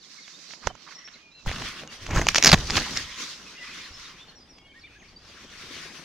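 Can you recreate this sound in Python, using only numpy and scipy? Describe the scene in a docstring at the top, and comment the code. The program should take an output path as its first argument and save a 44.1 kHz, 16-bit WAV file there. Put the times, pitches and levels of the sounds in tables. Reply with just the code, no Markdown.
"""Sharp zipper snaps and booming, swishing nylon: a hand shakes a tent door and parts it, birds calling beyond.
Snaps are bursts of damped sines with a noise crack and rattle, one per tooth that the slider jerks over.
Cloth is shaped stereo noise swelling with each tug; its crackles and low knocks are clumps of damped grains.
Songbirds are gliding sines with a faint decaying smear from the mountain slope."""
import sys
import numpy as np
from scipy import signal
from scipy.fft import rfft, irfft, next_fast_len
from scipy.io import wavfile
from scipy.ndimage import uniform_filter1d, map_coordinates

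SR = 44100
rng = np.random.default_rng(int(sys.argv[2]) if len(sys.argv) > 2 else 0)


def inscribe(sig):
    """Save sig as 16-bit PCM at rate SR to the path in sys.argv[1].

    A 1-D sig is mono; a 2-D sig holds one channel per row.
    Samples are clipped to [-1, 1] before scaling.
    """
    pcm = np.round(np.clip(np.atleast_2d(sig).T, -1, 1) * 32767)
    wavfile.write(sys.argv[1], SR, pcm.astype(np.int16))


N = 266466

# left-right balance of cloth and zipper, jumping near 1.45 s: (time [s], left over right [dB])
SIDE_DB = [(0, -7.5), (1.15, -7.5), (1.44, -9.5), (1.46, -0.5), (2.9, -0.5), (5.2, 0.5), (6.04, 4)]


def amp(db):
    """dB to gain."""
    return 10 ** (np.asarray(db) / 20)


def unit(x):
    """Scaled to rms 1."""
    return x / np.sqrt(np.mean(x ** 2) + 1e-20)


def along(points, hz):
    """(Hz, value) points interpolated on a log frequency axis."""
    f, v = np.transpose(points)
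    return np.interp(np.log(hz + 1), np.log(f + 1), v, left=v[0], right=v[-1])


def curves(rows):
    """One value per sample for each column after the time."""
    s, *cols = np.transpose(rows)
    return [np.interp(np.arange(N) / SR, s, c) for c in cols]


def wobble(knots_per_s):
    """A smooth random curve through normal-distributed knots."""
    knots = rng.standard_normal(int(N * knots_per_s / SR) + 4)
    return map_coordinates(knots, [np.arange(N) * knots_per_s / SR])


def filtered(x, response):
    """x times a response of frequency."""
    m = next_fast_len(N + 8192)
    return irfft(rfft(x, m) * response(np.fft.rfftfreq(m, 1 / SR)), m)[..., :N]


def zipper():
    """Each tooth snaps as the slider passes; the snaps share the left-right balance and one treble roll-off."""
    # ring pitch sinks through the fast run, then partly recovers: (time [s], ring pitch [factor])
    ring_pitch_curve = [(0, 1.2), (2.46, 1.08), (2.49, 0.86), (2.55, 0.77), (2.7, 0.954)]
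    # treble of all snaps: (frequency [Hz], gain [dB])
    snap_top = [(7000, 0.5), (8200, -14.5), (12000, -18), (15000, -22), (16000, -36)]
    out = np.zeros((2, N + SR))
    pan_db, ring_pitch = curves(SIDE_DB)[0], curves(ring_pitch_curve)[0]
    for s, *levels_db in teeth():
        start = round(s * SR) - 16
        ports = snap(levels_db, ring_pitch[start])
        side_db = pan_db[start] + rng.normal(0, 0.8)
        out[:, start:start + ports.shape[1]] += ports * amp(np.array([[.5], [-.5]]) * side_db)
    return filtered(out[:, :N], lambda hz: amp(along(snap_top, hz)))


def teeth():
    """A jerk drags the slider over one tooth or several in a row: (s, body dB, ring dB, knock dB)."""
    # slider jerks and lone snaps: (time [s], length [s], body [dB], ring [dB], knock [dB]), relative levels
    jerks = [(0.28, 0.0013, -33.5, -54, -65), (0.5075, 0.0014, -32.5, -45, -62),
             (0.5358, 0.0018, -31.5, -38.5, -33.5), (0.6718, 0.0017, -15.5, -17, -11.5),
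             (0.7525, 0.0029, -40, -39, -35.5), (1.0771, 0.00076, -31.5, -57, -42.5),
             (1.462, 0.0019, -32, -37, -23.5), (1.4934, 0.00033, -19, -36, -26),
             (1.5152, 0.00096, -18, -53, -22.5), (1.6195, 0.0031, -25, -33, -27),
             (1.835, 0.000015, -28, -50, -24.5), (1.876, 0.001, -32, -27.5, -55),
             (2.065, 0.0015, -22, -26, -47), (2.1085, 0.0021, -24, -25, -27),
             (2.162, 0.00043, -36, -20, -12.5), (2.196, 0, -22, -35, -11), (2.222, 0, -40, -40, -18),
             (2.2691, 0.00097, -6, -12.5, -6.5), (2.2869, 0.0023, -3.5, -4, -23),
             (2.3185, 0, -34, -21, -47), (2.347, 0.00022, -7.5, -5.5, -39), (2.3586, 0.0019, -2.5, -2, -20),
             (2.3706, 0, -19, -15, -42), (2.375, 0, -20.5, -16, -53), (2.3824, 0.002, -5, -3, -15.5),
             (2.4265, 0, -5.5, -1.5, -27.5), (2.4389, 0, -10, 0.5, -38.5), (2.4465, 0.0017, -1.5, 3, -18),
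             (2.4593, 0.0021, -4.5, 0.5, -16), (2.4681, 0.002, -8.5, 2, -10),
             (2.4736, 0.00088, -3, 0, -31.5), (2.476, 0.0026, -5.5, -0.5, -20.5), (2.4919, 0, -16, 0, -9.5),
             (2.495, .004, -7.5, -8.5, -17), (2.5065, 0.0017, -18, -12.5, -40),
             (2.5166, 0, -8.5, -6.5, -20), (2.518, 0.0012, -2, 1.5, -21.5), (2.5289, 0, -9, -6, -17.5),
             (2.53, 0.0016, -1.5, -0.5, -8.5), (2.5336, 0.0042, -9, -9.5, -10.5),
             (2.5403, 0.00077, -5.5, -10, -13), (2.543, 0.0024, -5, -11, -6.5),
             (2.7, 0.0007, -14.5, -38, -25), (2.7067, 0.0008, -13.5, -7.5, -22),
             (2.762, 0.00097, -17.5, -15, -35), (2.7687, 0.0034, -9.5, -13.5, -12.5),
             (2.777, 0, -7, -14, -20), (2.7796, 0.0012, -13.5, -21, -14), (2.973, 0.0015, -28, -8.5, -33),
             (4.584, 0.0036, -42.5, -44, -50), (5.988, 0.01, -40.5, -52, -41.5)]
    tooth_s, fade_db_per_tooth, scatter_db = .002, 0.1, 0.95
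    passed = []
    for s, length_s, *levels_db in jerks:
        for k in range(1 + int(length_s / tooth_s + .4)):
            tooth_time_s = s + k * tooth_s * rng.uniform(0.92, 1.15)
            scatter = scatter_db * rng.standard_normal(size=3)
            passed.append((tooth_time_s, *(np.array(levels_db) - k * fade_db_per_tooth + scatter)))
    return passed


def snap(levels_db, ring_factor):
    """The tooth strikes twice: slider, tooth and tape ring a few cycles, then the cloth rattles briefly."""
    # body, ring, knock: (pitch [Hz], pitch scatter [share], damping length [cycles])
    snap_parts = [(2200, 0.16, 1.34), (5310, 0.04, 3.035), (800, 0.17, 0.85)]
    t = np.arange(SR // 40) / SR
    ports = np.zeros((2, len(t)))
    second = np.maximum(t - rng.uniform(.0003, .0007), 0)
    for since, strike_db in ((t, -1.5), (second, -8)):
        for db, (hz, scatter, cycles) in zip(levels_db, snap_parts):
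            # only the ring follows the pitch curve
            f = hz * (ring_factor if hz > 3000 else 1) * np.exp(scatter * rng.standard_normal())
            u = 3.65 * since * f / cycles
            # the slider is nearer the right port
            lag_rad = rng.normal(-0.00001, 4e-6) * 2 * np.pi * hz
            phase = 2 * np.pi * (f * since + rng.random()) + np.array([[lag_rad], [-lag_rad]])
            # the microphone body shades the left port in the treble
            lean = amp(np.array([[-hz], [hz]]) / 4000)
            ports += amp(db + strike_db) * lean * u * np.exp(1 - u) * np.sin(phase)
    crack = amp(levels_db[1] - 17.5 - 60 * t / 0.0028) * rng.standard_normal((2, len(t)))
    rattle = rng.standard_normal(len(t)) + 0.11 * rng.standard_normal((2, len(t)))
    rattle = signal.lfilter([1, 0, -1], [1, -.9, .35], rattle)  # broad band of the tape
    return ports + crack + amp(max(levels_db[:2]) - 23 - 60 * t / 0.02) * rattle


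def cloth():
    """Swish, hiss and sizzle of sliding nylon share tugs; crease pops roughen them; the wall flaps and booms."""
    # nylon on nylon: (time [s], swish [dB], hiss over swish [dB]), before the trims below
    rustle = [(0, -62.5, 6.5), (.12, -55.5, 6), (.55, -54.5, 6), (.75, -54.5, -2.5), (.92, -54, 4.5),
              (.97, -56, -0.5), (1.15, -54.5, -3), (1.3, -66.5, -1.5), (1.447, -58, 4), (1.474, -39.5, -5),
              (1.64, -37.5, -2.5), (1.7, -39, -1.5), (1.8, -41, -5.5), (1.888, -55.5, -6), (1.93, -47.5, 1),
              (2.12, -47, -9.5), (2.22, -45, -2), (2.42, -38, -1), (2.62, -43, 1), (2.85, -37, 0),
              (3.12, -41, -4), (3.27, -38.5, 1.5), (3.41, -48.5, 1.5), (3.64, -44, -3), (4.08, -44.5, -2.5),
              (4.15, -52, -5), (4.55, -60, -8), (5.13, -58, -2.5), (5.4, -47.5, -4), (5.8, -42, -3),
              (6.04, -48.5, -1.5)]
    # taut wall between tugs: (time [s], boom [dB], flap [dB])
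    wall = [(0, -76, -64.5), (.3, -82, -64.5), (.6, -78, -60.5), (1.44, -73, -66.5), (1.47, -68, -55.5),
            (2.6, -51, -50), (3.1, -65, -55), (4.9, -61.5, -61), (5.8, -60, -54.5), (6.04, -71, -54)]
    # fine fibre sizzle: (time [s], level over hiss_db [dB])
    sizzle_curve = [(0, -23), (1.44, -25.5), (1.46, -16), (2.1, -16), (2.6, -18), (4.1, -18.5), (4.6, -11),
                    (5.2, -18), (6.04, -14)]
    # colours of the six layers: (frequency [Hz], relative density [dB per Hz])
    swish_colour = [(500, -54), (900, -13.5), (1050, -2), (2000, -1), (3500, -1), (4300, -9), (6000, -35.5)]
    hiss_colour = [(2500, -49.5), (3700, -2.5), (4500, 0.5), (6000, -1), (7000, -8.5), (7900, -18),
                   (9000, -52.5)]
    fibre_colour = [(6500, -29), (8000, 5.5), (13500, -9), (15200, -21.5), (16000, -29)]
    crumple_colour = [(90, -5.5), (170, 10), (350, -1), (900, -8), (2000, -6), (3300, -13.5), (4500, -37.5),
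                      (6300, -7), (7600, -17.5), (9000, -36.5)]
    flap_colour = [(90, -48), (150, -0.5), (300, -2.5), (500, -7.5), (800, -10.5), (1200, -14), (2000, -63)]
    boom_colour = [(10, -4), (25, 2), (60, 3), (110, -1), (160, -8.5), (300, -56.5)]

    shake_hiss_db = 4  # hiss over swish during shakes, before trims
    slide_db, bright_db = curves(rustle)
    swish_db = shaken(slide_db, column=5)
    hiss_db = shaken(slide_db + bright_db - shake_hiss_db, column=5) + shake_hiss_db
    calm_boom_db, calm_flap_db = curves(wall)
    boom_db = shaken(calm_boom_db, column=3)
    flap_db = shaken(calm_flap_db, column=4)
    sizzle_db = hiss_db + curves(sizzle_curve)[0]
    # cloth gripped next to the microphone grows faster than the shaking itself
    crumple_db = flap_db + 2.5 + 0.38 * (flap_db + 25.5)

    # hard shaking folds the cloth, so the pops stand out more
    folding = np.clip((flap_db + 59.5) / 25, .15, 1)
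    tug = amp(1.82 * wobble(25))
    coarse = creases(pops_per_s=240, spread_db=3) ** folding
    fine = creases(pops_per_s=210, spread_db=0.0) ** folding

    crumple = amp(crumple_db) * rub(crumple_colour, grain_db=5, grains_per_s=250, patchy_db=-1.0, width=0.13)
    swish = amp(swish_db - 2.0) * rub(swish_colour, grain_db=0.5, grains_per_s=290, patchy_db=2.0, width=0.67)
    hiss = amp(hiss_db - 1.0) * rub(hiss_colour, grain_db=0.0, grains_per_s=2800, patchy_db=2.0)
    sizzle = amp(sizzle_db) * rub(fibre_colour, grain_db=-1.0, grains_per_s=780, patchy_db=1.0, width=1.08)
    flap = amp(np.minimum(flap_db, -36)) * rub(flap_colour, grain_db=2.0, grains_per_s=55, patchy_db=1.5)
    boom = amp(boom_db) * rub(boom_colour, grain_db=0.5, grains_per_s=26, patchy_db=0.9, width=0.27)

    sliding = tug * (coarse * swish + fine * (hiss + sizzle))
    pan_db = curves(SIDE_DB)[0]
    return (sliding + crumple + flap + boom) * amp(np.array([pan_db, -pan_db]) / 2)


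def rub(colour, grain_db, grains_per_s, patchy_db, width=1):
    """Stereo friction noise: many tiny slips of uneven size, in patches of random colour."""
    # (frequency [Hz], left-right correlation at width 1)
    alike = [(100, 0.92), (900, 0.88), (2000, 0.23), (4000, 0.085), (8000, 0.12)]
    slips = rng.standard_normal((2, N)) * amp(grain_db * wobble(grains_per_s))
    z = signal.stft(slips, nperseg=512)[2]
    field = uniform_filter1d(rng.standard_normal(z.shape[1:]), 6, axis=0)
    field = uniform_filter1d(field, 8, axis=1)
    pair = signal.istft(z * amp(patchy_db * unit(field)), nperseg=512)[1][:, :N]

    def mid_side_response(hz):
        """A wider angle puts more of the noise in the side signal."""
        angle = width * np.arccos(np.clip(along(alike, hz), -1, 1)) / 2
        return amp(along(colour, hz)) * [np.cos(angle), np.sin(angle)]

    mid, side = filtered(pair, mid_side_response)
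    return unit(np.array([mid + side, mid - side]))


def creases(pops_per_s, spread_db):
    """Sparse pops of folding cloth: a gain that jumps at random moments and dies in a few ms."""
    pops = (rng.random(N) < pops_per_s / SR) * amp(spread_db * rng.exponential(size=N))
    decay = amp(-60 * np.arange(SR // 50) / SR / 0.01)
    return 1 + signal.fftconvolve(pops, decay)[:N]


def shaken(steady_db, column):
    """Level in dB of a steady sound plus the power of one swell for each tug."""
    # door tugs: (time [s], rise [s per 20 dB], fall [s per 20 dB], boom [dB], flap [dB], swish [dB])
    shakes = [(.673, 0.034, 0.064, -37, -44, -47.5), (1.469, 0.012, 0.046, -19.5, -38, -48.5),
              (1.587, 0.12, 0.15, -36, -39.5, -56), (1.851, 0.14, 0.061, -67, -48, -73),
              (2.023, 0.029, 0.14, -43.5, -53, -47), (2.106, 0.043, 0.23, -28.5, -33.5, -56.5),
              (2.174, 0.082, 0.11, -21, -26.5, -40), (2.288, 0.011, 0.036, -42, -36, -30.5),
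              (2.361, 0.012, 0.057, -49, -37.5, -30.5), (2.385, 0.013, 0.031, -50.5, -29.5, -34),
              (2.447, 0.013, 0.052, -34, -21.5, -44), (2.476, 0.025, 0.049, -23.5, -21.5, -25),
              (2.536, 0.027, 0.037, -13.5, -18, -29.5), (2.585, 0.069, 0.13, -30, -38.5, -49),
              (2.706, 0.03, 0.057, -34, -37.5, -38), (2.774, 0.13, 0.08, -28.5, -30, -32.5),
              (2.898, 0.045, 0.16, -48.5, -40.5, -51), (2.968, 0.084, 0.17, -38, -45, -35.5),
              (3.912, 0.017, 0.2, -50, -54.5, -63), (4.0, 0.08, 0.066, -50, -61, -51)]
    power, t = amp(2 * steady_db), np.arange(N) / SR
    for row in shakes:
        s, rise, fall = row[:3]
        near = slice(round((s - 3 * rise) * SR), round((s + 3 * fall) * SR))
        late = t[near] - s
        swell_db = row[column] - 20 * np.maximum(late / fall, -late / rise)
        power[near] += amp(2 * swell_db)
    return 10 * np.log10(power)


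def crackles_and_knocks():
    """Cloth crackles and low knocks: each is a clump of short damped grains of scattered pitch and size."""
    # (time [s], length [s], centre pitch [Hz], clump rms before panning [dB])
    clump_rows = [(0.619, 0.046, 1660, -50.5), (0.692, 0.023, 990, -46.5), (0.858, 0.046, 1530, -51),
                  (0.902, 0.037, 1750, -51), (1.076, 0.017, 2560, -49.5), (1.553, 0.072, 1490, -52),
                  (2.097, 0.055, 1800, -38.5), (2.149, 0.056, 1370, -30.5), (2.851, 0.039, 1360, -41.5),
                  (3.171, 0.097, 341, -50.5), (5.441, 0.0088, 329, -51.5), (5.632, .012, 310, -56),
                  (5.701, .014, 340, -50.5), (5.735, 0.0072, 300, -52), (5.759, .008, 383, -49),
                  (5.852, .01, 432, -51.5), (6.006, .012, 201, -61)]
    grains_per_s, grain_cycles, grain_spread = 3000, 1.83, 0.24
    out, t = np.zeros(N + SR), np.arange(SR // 100) / SR
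    for s, length_s, hz, db in clump_rows:
        clump = np.zeros(round(length_s * SR) + len(t))
        for when, size, tone in rng.random((int(length_s * grains_per_s), 3)):
            f = hz * np.exp(grain_spread * 4 * (tone - .5))
            u = 2 * t * f / grain_cycles
            grain = u * np.exp(-u) * np.sin(2 * np.pi * f * t)
            grain = grain * amp(-2.5 * np.log(size + 0.0059))  # few large, many small
            clump[int(when * length_s * SR):][:len(t)] += grain * np.sin(np.pi * when)
        out[round(s * SR):][:len(clump)] += amp(db) * unit(clump)
    pan_db = curves(SIDE_DB)[0]
    return out[:N] * amp(np.array([pan_db, -pan_db]) / 2)


def birds(notes, waver_rad, waver_per_s):
    """Gliding whistles from scattered directions, with a faint smear from the slope."""
    out, waver = np.zeros((2, N)), wobble(waver_per_s)
    for s, length_s, *hz, db in notes:
        u = np.linspace(0, 1, round(length_s * 1.15 * SR))  # room for the soft ends
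        glide_hz = np.polyval(np.polyfit([0, .5, 1], hz, 2), u)
        phase = 2 * np.pi * np.cumsum(glide_hz) / SR
        phase += waver_rad * waver[round(s * SR):][:len(u)]
        bearing_rad = rng.uniform(-0.78, 0.44)
        ports = np.sin(phase + np.array([[bearing_rad], [-bearing_rad]]))
        note = amp(db) * np.sin(np.pi * u) ** 0.48 * ports
        out[:, round((s - length_s * .07) * SR):][:, :len(u)] += note
    out *= amp(2.2 * wobble(90))  # moving air makes far notes flutter
    t = np.arange(SR // 2) / SR
    slope = rng.standard_normal((2, len(t))) * amp(-60 * t / 0.5)
    smear = signal.fftconvolve(out, slope / np.linalg.norm(slope[0]), axes=1)[:, :N]
    return out + amp(-6.5) * smear


def scene():
    """Everything that reaches the two microphone ports."""
    # (time [s], nominal length [s], start [Hz], middle [Hz], end [Hz], peak before flutter and smear [dB])
    clear_notes = [(0.008, 0.05, 5050, 3770, 3150, -51.5), (0.18, 0.023, 2280, 2145, 2100, -44.5),
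                   (0.204, 0.035, 4850, 4300, 3780, -50), (.236, .026, 3800, 3600, 3200, -49.5),
                   (.336, 0.024, 3650, 3670, 3710, -47), (0.865, 0.015, 3800, 3850, 3780, -48),
                   (0.95, 0.023, 5820, 5500, 5300, -42), (.69, 0.024, 3130, 3060, 3050, -47),
                   (.885, .018, 3180, 3180, 3280, -54), (1.152, .02, 2280, 2130, 2070, -49.5),
                   (0.983, 0.013, 5380, 5620, 5860, -41), (1.045, 0.029, 5700, 5450, 5920, -41),
                   (1.136, 0.015, 4280, 4100, 3960, -46), (1.2, 0.12, 2480, 2450, 2390, -54),
                   (1.308, 0.027, 3630, 3880, 4150, -57), (1.332, 0.078, 4033, 4080, 3870, -51),
                   (1.335, 0.091, 2642, 2730, 2548, -54.5), (1.879, 0.025, 3042, 2784, 2850, -44),
                   (1.906, 0.029, 2570, 1860, 1490, -49), (1.901, .01, 4660, 4600, 4594, -47),
                   (3.458, 0.044, 2640, 2500, 2380, -51), (3.572, 0.028, 2800, 2786, 2784, -45.5),
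                   (3.598, .05, 2080, 1980, 2030, -42), (3.798, 0.022, 2440, 2420, 2260, -45),
                   (3.809, 0.014, 3600, 3570, 3560, -45), (3.839, 0.033, 3980, 4200, 4260, -46),
                   (3.93, 0.043, 5590, 5260, 5300, -44), (4.04, 0.035, 3940, 3700, 3600, -46),
                   (4.185, 0.055, 3100, 3520, 3540, -47.5), (4.28, 0.025, 4480, 4350, 4050, -49),
                   (4.352, 0.039, 5640, 5640, 4870, -50), (4.4, 0.046, 4980, 4920, 5020, -52),
                   (4.49, 0.037, 5600, 5610, 4900, -53), (4.535, 0.047, 4940, 4950, 4900, -51.5),
                   (4.57, 0.062, 3405, 3250, 3370, -60), (4.65, 0.26, 4470, 4510, 4560, -67.5),
                   (4.652, 0.041, 3360, 3270, 3220, -58), (4.575, 0.29, 2210, 2214, 2195, -60),
                   (4.715, 0.029, 2347, 2370, 2344, -58), (5.04, 0.028, 2150, 2270, 2510, -55),
                   (4.624, 0.044, 2800, 2850, 2867, -56.5), (4.692, 0.026, 3190, 3090, 3185, -50.5),
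                   (4.741, 0.05, 1520, 1855, 1805, -49), (4.789, 0.018, 4910, 5500, 5200, -52),
                   (4.808, 0.028, 5000, 4350, 3600, -53), (4.84, 0.023, 3480, 3570, 3630, -50),
                   (4.837, 0.025, 2450, 2330, 2570, -44.5), (4.862, 0.024, 3530, 3030, 2740, -53),
                   (4.864, 0.016, 2530, 2150, 1660, -48.5), (4.952, 0.034, 1470, 1697, 1497, -54),
                   (5.0, 0.034, 3480, 2400, 1705, -51.5), (5.082, 0.024, 3970, 4700, 4730, -53),
                   (5.161, 0.017, 4470, 4730, 4630, -49), (5.293, 0.037, 3280, 3210, 3154, -59)]
    # far bird with a husky, wavering voice: same columns
    husky_notes = [(0.95, 0.12, 1990, 1950, 2028, -52.5), (3.539, .055, 2090, 2040, 2000, -49.5),
                   (3.548, 0.02, 2350, 2470, 2480, -46), (3.67, 0.036, 2570, 2210, 2000, -42),
                   (3.7, 0.053, 2587, 2400, 2030, -45), (4.885, 0.12, 2505, 2500, 2510, -58),
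                   (4.965, 0.061, 6240, 6400, 6270, -62)]
    clear = birds(clear_notes, waver_rad=0.42, waver_per_s=120)
    husky = birds(husky_notes, waver_rad=1.37, waver_per_s=350)
    return zipper() + cloth() + crackles_and_knocks() + clear + husky


def record(dry):
    """The input saturates smoothly towards full scale and keeps nothing above its band limit."""
    top_hz = 15900
    saturated = dry / (1 + np.abs(dry) ** 8) ** (1 / 8)
    return np.clip(filtered(saturated, lambda hz: hz < top_hz), -1, 1)


dry = scene()
out = record(dry)
inscribe(out)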